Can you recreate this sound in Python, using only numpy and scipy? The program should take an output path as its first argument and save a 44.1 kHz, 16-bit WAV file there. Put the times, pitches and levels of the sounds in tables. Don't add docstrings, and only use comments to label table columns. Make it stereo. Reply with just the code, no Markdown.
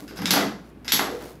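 import sys
import numpy as np
from scipy import signal
from scipy.fft import rfft, irfft, next_fast_len
from scipy.io import wavfile
from scipy.ndimage import map_coordinates

SR = 44100
rng = np.random.default_rng(int(sys.argv[2]) if len(sys.argv) > 2 else 0)


def dump_mix(stems):
    frames = np.atleast_2d(stems).T
    limited = np.clip(frames, -1, 1)
    pcm = np.round(limited * 32767).astype(np.int16)
    wavfile.write(sys.argv[1], SR, pcm)


def boost(x):
    u = np.asarray(x, float) / 20
    return 10 ** u


N = 61739
TOP_HZ = 16600


def unit(x):
    return x / np.sqrt(np.mean(x ** 2) + 1e-20)


def along(points, hz):
    f, value = np.transpose(points)
    return np.interp(np.log(hz + 1), np.log(f + 1), value)


def filtered(x, response):
    m = next_fast_len(x.shape[-1] + 8192)
    spectrum = rfft(x, m) * response(np.fft.rfftfreq(m, 1 / SR))
    return irfft(spectrum, m)[..., :x.shape[-1]]


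def wobble(rate):
    knots = rng.standard_normal(int(N * rate / SR) + 4)
    return map_coordinates(knots, [np.arange(N) * rate / SR])


# f/Hz, correlation
LIKENESS = [(40, .93), (150, 0.95), (330, 0.9), (550, 0.25), (3000, -0.0071), (12000, -0.12)]


def spread(pair):
    def mid_side(hz):
        turn = np.arccos(np.clip(along(LIKENESS, hz), -1, 1)) / 2
        return np.array([np.cos(turn), np.sin(turn)])

    mid, side = filtered(pair, mid_side)
    return np.array([mid + side, mid - side])


# f/Hz, level/dB per Hz
AIR = [(30, -26.5), (60, -18), (110, -8), (290, -5.5), (600, -19), (2200, -28.5), (7000, -46.5),
       (16000, -47.5)]


def room_floor():
    noise = spread(rng.standard_normal((2, N)))
    air = unit(filtered(noise, lambda f: boost(along(AIR, f))))
    hum_hz, hum_db = 58.5, -54.5 + 2.5 * wobble(9.27)
    hum = boost(hum_db) * np.sin(2 * np.pi * hum_hz * np.arange(N) / SR)
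    return boost(-46) * air + hum * np.sqrt(2)


# t/s, rubbing level/dB
STROKES = [
    [(0.0, -41), (0.052, -49), (0.07, -49.5), (0.08, -52), (0.152, -81), (0.16, -37.5)],
    [(0.56, -77), (0.588, -62), (0.696, -55.5), (0.742, -78), (0.83, -68.5)],
    [(1.14, -44), (1.178, -47.5), (1.228, -39.5), (1.292, -42), (1.4, -58)],
]
# f/Hz, level/dB per Hz
RUB = [(300, -8.5), (600, -6), (1500, -16.5), (2500, -21.5), (5000, -21.5), (8000, -25), (12000, -28),
       (16000, -23.5)]


def sliding_rods():
    rattle_per_s, rattle_db, fade_s = 600, 3, .03
    t, level = np.arange(N) / SR, np.zeros(N)
    for stroke in STROKES:
        s, db = np.transpose(stroke)
        outside = np.maximum(np.maximum(s[0] - t, t - s[-1]), 0)
        level += boost(np.interp(t, s, db)) * np.exp(-(outside / fade_s) ** 2)
    grain = boost(rattle_db * wobble(rattle_per_s)) * rng.standard_normal((2, N))
    rub = filtered(spread(grain), lambda f: boost(along(RUB, f)) * (f > 250))
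    return level * unit(rub)


# f/Hz, t60/s
ROOM = [(150, 0.43), (600, 0.47), (2500, 0.38), (6000, 0.41), (12000, 0.31)]


def room_answer():
    gap_s, rise_s = .0015, .003
    noise = spread(rng.standard_normal((2, SR // 2)))
    hz, t, z = signal.stft(noise, SR, nperseg=256)
    decay = boost(-60 * t / along(ROOM, hz)[:, None])
    tail = signal.istft(z * decay, SR, nperseg=256)[1]
    age = np.maximum(np.arange(tail.shape[1]) / SR - gap_s, 0)
    tail = tail * (1 - np.exp(-age / rise_s))
    return tail / np.linalg.norm(tail[0])


def add_blow(out, s, x, pan_db, room_db):
    bounce_s, bounce_db, left_lag_s = .00165, -1.5, .00003

    def direct(f):
        bounce = 1 - boost(bounce_db) * np.exp(-2j * np.pi * f * bounce_s)
        left = boost(pan_db / 2) * np.exp(-2j * np.pi * f * left_lag_s)
        right = boost(-pan_db / 2) + 0 * f
        return bounce * np.array([left, right])

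    wet = signal.fftconvolve(x[None], room_answer(), axes=1) * boost(room_db)
    wet[:, :len(x)] += filtered(x, direct)
    part = out[:, max(round(s * SR), 0):][:, :wet.shape[1]]
    part += wet[:, :part.shape[1]]


def burst(length_s, band_hz=700):
    f = np.fft.rfftfreq(SR // 20, 1 / SR)
    delay = length_s * np.interp(f / band_hz, np.arange(100), rng.random(100))
    phase = 2 * np.pi * np.cumsum(delay) * f[1]
    return irfft(np.exp(-1j * phase), SR // 20)


def peaks(table):
    def response(f):
        total = 0
        for k, (centre, width, db) in enumerate(table):
            damping = 1j * f * width
            total = total + (-1) ** k * boost(db) * damping / (centre * centre - f * f + damping)
        return total

    return response


# t/s, level/dB, hardness/dB, pitch of the struck panel f/Hz
KNOCKS = [(0.021, -26, -18, 280), (.108, -28, 3.5, 304), (.188, -14.5, -0.5, 190), (.219, -14, 1, 193),
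          (.243, -13.5, -17, 200), (0.277, -17, 2, 199.3), (.309, -7.5, 2.5, 198.4), (.336, -12, 12.5, 245),
          (.361, -10.5, 8.5, 285), (.368, -10.5, 10, 261), (.378, -13.5, 6, 300), (.408, -19, 13, 375),
          (.442, -12.5, -5, 207), (.472, -20.5, -11, 181.1), (.506, -24.5, -14, 180),
          (0.659, -36, -14, 180), (.851, -28.5, 5, 244), (0.935, -12.5, -0.5, 198),
          (0.9914, -10.5, 12.5, 314), (1.027, -19, 8, 340), (1.070, -17.5, 4.5, 315),
          (1.108, -17.5, -14.5, 432), (1.148, -33, 9.5, 416), (1.21, -25.5, 1, 292),
          (1.256, -27.5, -4, 470)]
# f/Hz, level/dB, t60/s
BOX = [(144, -4.5, 0.074), (183.4, -16.5, 0.58), (201.9, -4.5, 0.08), (239.7, -2, 0.069), (285, -3, 0.086),
       (331.5, -5, 0.089), (383, 0.5, 0.071), (428.3, -3.5, 0.081), (479.3, -5, 0.14)]
# f/Hz, width/Hz, level/dB
WALL = [(646, 242, -2.5), (853, 160, -1), (1170, 250, -4), (1364, 193, 0), (1678, 590, -8),
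        (2020, 83, -0.5), (3170, 2700, -12.5)]


def box_knocks():
    boom_db, boom_rise_s, wall_db, tap_s = -7.5, .003, 19.5, .0023
    scatter_db, focus_db_per_octave = 2, 16.5
    bass_cut_hz, wood_top_hz = 93, 4560
    out, t = np.zeros((2, N)), np.arange(SR // 3) / SR
    for s, db, hard_db, panel_hz in KNOCKS:
        boom = np.zeros(len(t))
        for hz, mode_db, t60 in BOX:
            mode_db = mode_db + scatter_db * rng.standard_normal()
            mode_db -= focus_db_per_octave * abs(np.log2(hz / panel_hz))
            boom += boost(mode_db - 60 * t / t60) * np.sin(2 * np.pi * hz * t)
        x = boost(boom_db) * boom * (1 - np.exp(-t / boom_rise_s))
        x[:SR // 20] += boost(wall_db + hard_db) * filtered(burst(tap_s), peaks(WALL))
        add_blow(out, s, boost(db) * x, pan_db=-1.5, room_db=6)

    def wood(f):
        return (1j * f / (bass_cut_hz + 1j * f)) ** 3 / (1 + 1j * f / wood_top_hz) ** 2

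    return filtered(out, wood)


# t/s, level/dB, rod ring level/dB, upper shell mode level/dB, left-right level/dB
TICKS = [
    (.0785, -37.5, -10, -1.5, -13),
    (.161, -40.5, -9.5, -8, -4),
    (.172, -32.5, 0, 5.5, -10),
    (.2175, -33, -6.5, -1.5, -17),
    (.337, -22, -7.5, -1, 3.5),
    (.362, -24, -10.5, -6.5, -1.5),
    (.8460, -37.5, -2, 0, -11),
    (1.2115, -50, -16, -3, -7),
]
KICKS = [
    (.2560, -14, -36, -3, -13),
    (.8792, -16.5, -11.5, 0, -5.5),
]
SLAMS = [
    (.3066, -5.5, 0.65, 4.5, -9),
    (.9200, -4, 1.2, 1, -1),
]
# f/Hz, width/Hz, level/dB
BUSH = [(1500, 300, -1), (2600, 500, -5), (3700, 900, -9), (5050, 350, 0), (6500, 1500, -14),
        (13500, 3000, -16)]
BALL = [(1590, 1000, -8.5), (2450, 750, -3.5), (3590, 320, 1), (4070, 520, -3.5), (5155, 400, -1),
        (7070, 1500, -11.5), (13470, 5100, -33.5)]
BUMPER = [(2037, 2230, -10.5), (3496, 460, 0), (4500, 450, -5), (5020, 350, -4.5), (6000, 1100, -9.5),
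          (7884, 180, -6.5), (14500, 3500, -14.5)]


def plastic_clacks():
    contact_s, clack_db, click_db = .0014, -5, -27
    rod_hz, rod_width_hz, rod_db = 11316, 160, -1.5
    out = np.zeros((2, N))
    for hits, modes, room_db in [(TICKS, BUSH, 14), (KICKS, BALL, 10), (SLAMS, BUMPER, 8.5)]:
        for s, db, ring_db, upper_db, pan_db in hits:
            shell = [(hz, width, level + upper_db * (4200 < hz < 5600)) for hz, width, level in modes]
            body = peaks(shell + [(rod_hz, rod_width_hz, rod_db + ring_db)])
            x = filtered(burst(contact_s), lambda f: body(f) + boost(click_db) * 1j * f / (1500 + 1j * f))
            x = x / np.linalg.norm(x) * np.sqrt(contact_s * SR)
            add_blow(out, s, boost(db + clack_db) * x, pan_db, room_db)
    return out


def scene():
    return room_floor() + sliding_rods() + box_knocks() + plastic_clacks()


# f/Hz, level/dB
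MIC = [(7000, -0.5), (8800, -1), (10300, 3.5), (11350, 3), (12400, 2), (15600, -5), (16000, -29)]
# f/Hz, left-right level/dB
PORTS = [(300, 0), (700, 1.5), (2500, -0.5), (5000, -3.5), (10000, -2), (14000, 6)]


def microphones(dry):
    def port(hz):
        colour_db = along(MIC, hz) + np.outer([.5, -.5], along(PORTS, hz))
        return boost(colour_db) * (hz < TOP_HZ)

    near = filtered(dry, port)
    near = near / (1 + np.abs(near / .9) ** 4) ** (1 / 4)
    return filtered(near, lambda hz: hz < TOP_HZ)


def top_cut(x):
    return signal.sosfilt(signal.butter(12, 16810, fs=SR, output="sos"), x)


def record(dry):
    return top_cut(microphones(dry))


dry = scene()
out = record(dry)
dump_mix(out)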